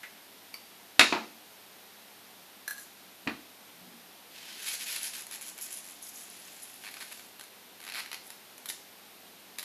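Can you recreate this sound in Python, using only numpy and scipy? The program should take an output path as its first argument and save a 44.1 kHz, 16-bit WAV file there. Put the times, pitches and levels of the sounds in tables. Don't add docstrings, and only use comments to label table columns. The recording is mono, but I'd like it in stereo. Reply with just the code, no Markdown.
import sys
import numpy as np
from scipy import signal
from scipy.fft import rfft, irfft, next_fast_len
from scipy.io import wavfile
from scipy.ndimage import map_coordinates

SR = 44100
rng = np.random.default_rng(int(sys.argv[2]) if len(sys.argv) > 2 else 0)


def master_out(mix):
    frames = np.transpose(np.atleast_2d(mix))
    ceiling = np.clip(frames, -1, 1)
    pcm = np.round(ceiling * 32767).astype(np.int16)
    wavfile.write(sys.argv[1], SR, pcm)


N = 425124
TIME_S = np.arange(N) / SR
RING_N = SR * 3 // 4
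RING_S = np.arange(RING_N) / SR


# start_s, panel_db, glass_db, contact_cutoff_hz, glass_rattle_t60_s, favoured_mode_hz
BLOWS = [(0.994, -18.5, -9, 11000, 0.147, 700), (1.0103, -37.5, -17, 10000, 0.108, 420),
         (1.125, -21, -26.5, 4530, 0.274, 895), (3.2686, -14, -70, 136, .2, 303),
         (3.2737, -32.5, -29.5, 4600, 0.16, 700)]
# pitch_hz, level_db, t60_s
PANEL_MODES = [(225.9, -15, 0.495), (273.3, -10, 0.275), (303.7, -7, 0.42), (421.7, -8, 0.18),
               (701, -11, 0.172), (894.3, -4.5, 0.173), (1183, -14, 0.18)]
GLASS_MODES = [(1486, 0, .22), (1725, -1.5, .15), (1765, -3, .18), (1985, -5, .2), (2230, -6, .25),
               (2536, 1, .22), (2685, -1, .24), (2752, -2, .2), (2977, -7, .28), (3835, -3, .14),
               (4212, -2, .17)]
# freq_hz, density_db
PANEL_SPECTRUM = [(60, -20.5), (130, -16.5), (260, 6), (560, -4.5), (900, 0.5), (1400, -1), (3000, -42)]
GLASS_SPECTRUM = [(300, -33.5), (850, -10.5), (1250, -9.5), (1650, 1), (2500, 4.8), (3300, -4), (4200, -3),
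                  (5200, -10), (7500, -15), (8700, -22.5), (10500, -14.5), (13500, -30)]
# freq_hz, side_db
BLOW_WIDTH = [(150, -26), (280, -33), (480, 5), (900, 1.5), (2000, -9), (8000, 2.5)]

def knocks(crack_s=0.00476, push_db=20, rattle_db=-5, panel_ring_db=-10, glass_ring_db=-20):
    out = np.zeros((2, N))
    crack = 1 / (1 + (RING_S / crack_s) ** 6)
    push = amp(push_db) * pulse(PANEL_SPECTRUM)
    for start_s, panel_db, glass_db, cutoff_hz, rattle_s, favoured_hz in BLOWS:
        panel = amp(rattle_db) * noise(PANEL_SPECTRUM, RING_N) * fade(0.23)
        panel += amp(panel_ring_db) * modes(PANEL_MODES, favoured_hz=favoured_hz)
        glass = noise(GLASS_SPECTRUM, RING_N) * (crack + amp(rattle_db) * fade(rattle_s))
        glass += amp(glass_ring_db) * modes(GLASS_MODES, scatter_db=0.5)
        blow = amp(panel_db) * (push + panel * (1 - fade(0.0114))) + amp(glass_db) * glass
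        blow = signal.lfilter(*signal.butter(2, cutoff_hz, fs=SR), blow)
        add(out, start_s, kitchen(stereo(blow, BLOW_WIDTH), wet_db=-7))
    return out


def modes(table, scatter_db=0, favoured_hz=None, favour_db=6.5, span_ratio=0.08):
    hz, db, t60_s = np.transpose(table)[:, :, None]
    if favoured_hz:
        db = db + favour_db * np.exp(-(np.log(hz / favoured_hz) / span_ratio) ** 2)
    gain = amp(db + scatter_db * rng.standard_normal((2, len(table), 1)))
    phase = rng.uniform(0, 2 * np.pi, gain.shape)
    return np.sum(gain * np.sin(2 * np.pi * hz * RING_S + phase) * fade(t60_s), axis=1)


# start_s, level_db, scrape_t60_s, spot
TOUCHES = [(0.032, -40.5, 0.127, "soft"), (0.5407, -32.5, 0.0358, "dry"), (2.678, -27, 0.0485, "singing"),
           (2.697, -39.5, 0.053, "singing"), (2.708, -30.5, 0.054, "singing"),
           (2.78, -43.5, 0.21, "singing"), (8.6573, -30.5, 0.026, "hard"), (8.688, -29.5, 0.031, "hard"),
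           (8.6993, -27.5, .03, "hard"), (9.585, -25.5, 0.017, "hard"), (9.593, -31.5, 0.042, "hard"),
           (9.628, -30.5, 0.023, "hard")]
SPOT_RESONANCES = {"soft": [(1700, 120, -1.5), (2018, 203, 1.5)], "dry": [(1230, 183, 0), (2190, 236, 8.5),
                   (4564, 287, 8), (11000, 880, -6.5)], "singing": [(1634.4, 80, 8.5), (4207, 96, -1.5),
                   (5964, 113, -3), (7550, 180, -9), (10260, 1000, -5.5), (12400, 1060, -5)],
                   "hard": [(2254, 1530, 2.5), (3790, 1060, 4.5), (7050, 260, -1.5), (10590, 1090, 5)]}
STRIKE_DB = {"soft": -17.5, "dry": 1.5, "singing": 2, "hard": 0}

def clinks(tick_db=-3.5):
    out = np.zeros((2, N))
    for start_s, level_db, t60_s, spot in TOUCHES:
        scrape_norm = np.linalg.norm(fade(t60_s))
        touch = rng.standard_normal((2, RING_N)) * fade(t60_s)
        touch[0, 0] = amp(STRIKE_DB[spot]) * scrape_norm
        ring = filtered(touch, lambda hz: resonances(SPOT_RESONANCES[spot], hz))
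        ring *= scrape_norm / np.linalg.norm(ring, axis=1, keepdims=True)
        tick = amp(tick_db) * noise([(100, -20), (1200, -7)], RING_N) * fade(0.01985)
        add(out, start_s, amp(level_db) * (ring + tick) * (1 - fade(0.00445)))
    return kitchen(stereo(out, [(1600, -6), (10000, -1.5)]), wet_db=-4.5)


# time_s, level_db
PULL_LEVEL = [(4.25, -78.5), (4.36, -52), (4.47, -49.5), (4.6, -48.5), (4.655, -40.5), (4.92, -40),
              (4.99, -45.5), (5.07, -40.5), (5.12, -46), (5.28, -49.5), (5.78, -56), (5.84, -62),
              (6.45, -58), (7.2, -60), (7.3, -71.5)]
# centre_s, length_s
PULL_SNAGS = [(4.775, 0.032), (4.85, 0.024), (5.104, 0.0326), (5.262, 0.1014), (5.391, 0.054),
              (5.537, 0.076)]
# time_s, hiss_over_pull_db
PULL_HISS = [(4.45, -14), (4.7, -1), (5.5, -2), (6.6, 2)]
# start_s, end_s, level_db
FOLD_BRUSHES = [(2.768, 2.839, -52), (5.025, 5.089, -44), (5.608, 5.665, -42), (5.708, 5.781, -48),
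                (6.022, 6.1, -49), (6.136, 6.252, -50.5), (6.615, 6.641, -45.5), (8.236, 8.282, -55),
                (8.688, 8.711, -40.5)]

def rustle(snag_db=-14.5, catch_db=2.5, catches_per_s=110):
    snagged = sum(stroke(centre_s - length_s / 2, centre_s + length_s / 2, edge_s=0.0274)
                  for centre_s, length_s in PULL_SNAGS)
    pull_db = np.interp(TIME_S, *np.transpose(PULL_LEVEL), left=-np.inf, right=-np.inf)
    pull = amp(pull_db + snag_db * snagged)
    brushes = sum(amp(db) * stroke(start_s, end_s, edge_s=0.0104) for start_s, end_s, db in FOLD_BRUSHES)
    hiss_share = amp(np.interp(TIME_S, *np.transpose(PULL_HISS)))
    hiss = np.hypot(pull * hiss_share, brushes)
    cloth = pull * fibres() + hiss * crinkles()
    return cloth * amp(catch_db * wobble(catches_per_s))


# freq_hz, density_db
CLOTH_SPECTRUM = [(60, -30.5), (1200, -9.5), (1650, -1.2), (2600, 3), (4300, 1), (9000, -10)]

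def fibres(snaps_per_s=900, hiss_db=2):
    snaps = (rng.random(N) < snaps_per_s / SR) * rng.uniform(-0.91, 1, (2, N))
    return coloured(unit(snaps) + amp(hiss_db) * rng.standard_normal((2, N)), CLOTH_SPECTRUM)


# freq_hz, density_db
THREAD_SPECTRUM = [(2500, -35.5), (5300, -6), (7700, -2), (8800, -12.5), (9600, -1.5), (10700, 3),
                   (12000, -3), (13800, -15.5)]

def crinkles(count=9000, low_hz=4500, high_hz=13500, t60_s=0.00287, spread_db=2.9, hiss_db=-0.5):
    when, pitch, chance, side = rng.random((count, 4)).T[:, :, None]
    t = RING_S[:SR // 100]
    pitch_hz = low_hz + (high_hz - low_hz) * pitch
    gain = amp(-spread_db * np.log(1 - chance))
    flicks = gain * np.sin(2 * np.pi * pitch_hz * t) * fade(t60_s)[:len(t)]
    index = (when * N).astype(int) + np.arange(len(t))
    mid_side = [unit(np.bincount(index.ravel(), part.ravel(), N)[:N])
                for part in (flicks, flicks * (side - .5))]
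    return coloured(mid_side + amp(hiss_db) * rng.standard_normal((2, N)), THREAD_SPECTRUM)


# start_s, level_db, treble_db
SINGLE_SLIPS = [(5.268, -35, -1), (5.312, -32, -2.5), (5.786, -45, 7), (6.941, -31, -9.5),
                (6.9687, -27.5, -16.5), (7.195, -33.5, -14.5), (7.438, -37.5, -5), (7.9219, -25.5, -13),
                (8.061, -30.5, -12), (8.3036, -30, -6.5), (8.58, -40, 0)]
# start_s, end_s, slips_per_s, level_db, treble_db
CREAK_RUNS = [(5.139, 5.228, 72.5, -38.5, 1.5), (5.323, 5.364, 115.5, -34.5, -2),
              (5.4117, 5.426, 147, -35.5, 0), (5.465, 5.5, 120, -42.5, 6.5), (5.579, 5.594, 125, -34.5, -2),
              (5.843, 5.921, 95, -44, 3.5), (6.8383, 6.89, 101.8, -31.5, -17.5),
              (7.004, 7.029, 215.6, -31.5, -10), (7.115, 7.129, 253, -34, -7),
              (7.396, 7.415, 75.6, -32, -7), (7.803, 7.854, 85, -35.5, -7.5),
              (7.867, 7.906, 90.3, -27, -13.5), (7.939, 7.963, 119.6, -25, -13.5),
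              (7.961, 8.006, 210, -27, -11.5), (8.116, 8.148, 72.5, -24, -12.5)]

def twisting(slip_trim_db=-7, creak_trim_db=-7.5, jitter_ratio=0.06, swell_db=2):
    out = np.zeros((2, N))
    for start_s, level_db, treble_db in SINGLE_SLIPS:
        add(out, start_s, slip(level_db + slip_trim_db, treble_db))
    for start_s, end_s, slips_per_s, level_db, treble_db in CREAK_RUNS:
        at_s = start_s
        while at_s < end_s:
            progress = (at_s - start_s) / (end_s - start_s)
            effort = np.sin(np.pi * progress ** 2)
            add(out, at_s, slip(level_db + creak_trim_db + swell_db * effort, treble_db))
            at_s += np.exp(jitter_ratio * rng.standard_normal()) / slips_per_s
    return out


# freq_hz, density_db
SLIP_SPECTRUM = [(130, -50.5), (280, -8.5), (450, -22), (770, -3.5), (1100, -3.5), (1600, 1), (2450, 5.8),
                 (3200, -2), (4100, 1.5), (6000, -10), (8500, -27.5)]

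def slip(level_db, treble_db, snap_db=12, threads_db=6, detune_ratio=0.047):
    size = SR // 40
    fuzz = (fade(0.01517) * (1 - fade(0.00323)))[:size]
    tick = np.zeros((2, size))
    body = np.array(SLIP_SPECTRUM) * [np.exp(detune_ratio * rng.standard_normal()), 1]
    for spectrum, db in (body, level_db), (THREAD_SPECTRUM, level_db + treble_db + threads_db):
        add(tick, 0, amp(db) * noise(spectrum, size) * fuzz)
        add(tick[:1], 0, amp(db + snap_db) * pulse(spectrum))
    return tick


# centre_s, first_hz, last_hz, level_db
SQUEAK_GLIDES = [(6.036, 5400, 7340, -43.5), (6.097, 8150, 5420, -48.5), (6.161, 5010, 8130, -42)]

def squeaks(length_s=0.0081):
    out = np.zeros((2, N))
    progress = np.linspace(0, 1, round(length_s * SR))
    for centre_s, first_hz, last_hz, level_db in SQUEAK_GLIDES:
        phase = 2 * np.pi * np.cumsum(first_hz + (last_hz - first_hz) * progress) / SR
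        whistle = np.array([np.sin(phase), np.cos(phase)])
        add(out, centre_s - length_s / 2, amp(level_db) * np.sin(np.pi * progress) * whistle)
    return out


def handling(level_db=-57.5, start_s=3.703, length_s=0.347):
    spectrum = [(90, -19.5), (160, -4.5), (185, 7), (207, -3.5), (230, 7), (270, -3), (900, -33.5)]
    progress = np.clip((TIME_S - start_s) / length_s, 0, 1)
    return amp(level_db) * np.sin(np.pi * progress) * noise(spectrum, N)[0]


# freq_hz, t60_s
TAIL_DECAY = [(150, 0.484), (700, 0.316), (2500, 0.351), (6000, 0.51), (12000, 0.232)]
# freq_hz, side_db
TAIL_WIDTH = [(200, -10.5), (450, -0.5)]
# delay_s, level_db
WALL_ECHOES = [(.0083, -12.5), (0.0215, -14)]

def kitchen(x, wet_db):
    hz, t, bins = signal.stft(rng.standard_normal((2, RING_N)), SR, nperseg=256)
    decay = np.exp(-np.log(1000) * t / along(TAIL_DECAY, hz)[:, None])
    tail = signal.istft(bins * decay, SR, nperseg=256)[1][:, :RING_N]
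    tail = stereo(tail, TAIL_WIDTH) * (1 - fade(0.009))
    tail *= amp(wet_db) / np.linalg.norm(tail[0])
    for delay_s, level_db in WALL_ECHOES:
        add(tail, delay_s, amp([level_db]))
    return x + signal.oaconvolve(x, tail, axes=1)[:, :x.shape[1]]


# freq_hz, density_db
HISS_SPECTRUM = [(50, -35), (92, -18.5), (162, -9), (187, -1), (336, -3), (564, -4.5), (720, -1.5),
                 (1200, -6.5), (3790, -6), (7850, -14.5), (13800, -9.5)]
# freq_hz, side_db
HISS_WIDTH = [(60, -3.5), (180, -5.5), (520, -0.5), (1540, -2), (13400, -2)]
# pitch_hz, level_db
HUM_TONES = [(100, -81.5), (400, -77.5)]

def background(hiss_db=-52):
    hum = sum(amp(db) * np.sqrt(2) * np.sin(2 * np.pi * hz * TIME_S) for hz, db in HUM_TONES)
    return amp(hiss_db) * stereo(noise(HISS_SPECTRUM, N), HISS_WIDTH) + hum


def amp(db):
    return 10 ** (np.asarray(db) / 20)


def unit(x):
    return x / np.sqrt(np.mean(x ** 2) + 1e-20)


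def fade(t60_s):
    return np.exp(-np.log(1000) * RING_S / t60_s)


def stroke(start_s, end_s, edge_s):
    rise = np.clip((TIME_S - start_s) / edge_s + .5, 0, 1)
    fall = np.clip((end_s - TIME_S) / edge_s + .5, 0, 1)
    return rise * fall


def wobble(knots_per_s):
    knots = rng.standard_normal(int(N * knots_per_s / SR) + 4)
    return map_coordinates(knots, [TIME_S * knots_per_s])


def along(points, hz):
    point_hz, values = np.transpose(points)
    return np.interp(np.log(hz + 1), np.log(point_hz + 1), values)


def resonances(table, hz):
    return sum(amp(db) * 1j * hz * width_hz / (pitch_hz ** 2 - hz ** 2 + 1j * hz * width_hz)
               for pitch_hz, width_hz, db in table)


def filtered(x, response):
    size = x.shape[-1]
    padded = next_fast_len(size + min(size, SR // 4))
    return irfft(rfft(x, padded) * response(np.fft.rfftfreq(padded, 1 / SR)), padded)[..., :size]


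def coloured(x, spectrum):
    return unit(filtered(x, lambda hz: amp(along(spectrum, hz))))


def noise(spectrum, size):
    return coloured(rng.standard_normal((2, size)), spectrum)


def pulse(spectrum):
    gain = amp(along(spectrum, np.fft.rfftfreq(RING_N, 1 / SR)))
    cepstrum = irfft(np.log(gain), RING_N)
    cepstrum[1:RING_N // 2] *= 2
    cepstrum[RING_N // 2:] = 0
    shape = irfft(np.exp(rfft(cepstrum)), RING_N)
    return shape / np.linalg.norm(shape)


def stereo(mid_side, width):
    side = filtered(mid_side[1], lambda hz: amp(along(width, hz)))
    return np.array([mid_side[0] + side, mid_side[0] - side])


def add(track, start_s, sound):
    part = track[:, max(round(start_s * SR), 0):][:, :sound.shape[-1]]
    part += sound[..., :part.shape[-1]]


# freq_hz, left_minus_right_db
MIC_BALANCE = [(100, 6.5), (200, -1), (2000, 2.5), (7000, 0.5), (11500, 7.5)]

def scene():
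    towel = stereo(rustle() + twisting() + squeaks(), [(300, 2), (2000, -5), (10000, -3.5)])
    mix = knocks() + clinks() + kitchen(towel, wet_db=-2.5) + handling() + background()
    return filtered(mix, lambda hz: amp(np.outer([.5, -.5], along(MIC_BALANCE, hz))))


def record(dry, low_cut_hz=65, top_hz=14000):
    limited = dry / (1 + dry ** 8) ** (1 / 8)
    thinned = signal.lfilter(*signal.butter(2, low_cut_hz, "high", fs=SR), limited)
    return filtered(thinned, lambda hz: 1 / np.sqrt(1 + (hz / top_hz) ** 400))


dry = scene()
out = record(dry)
master_out(out)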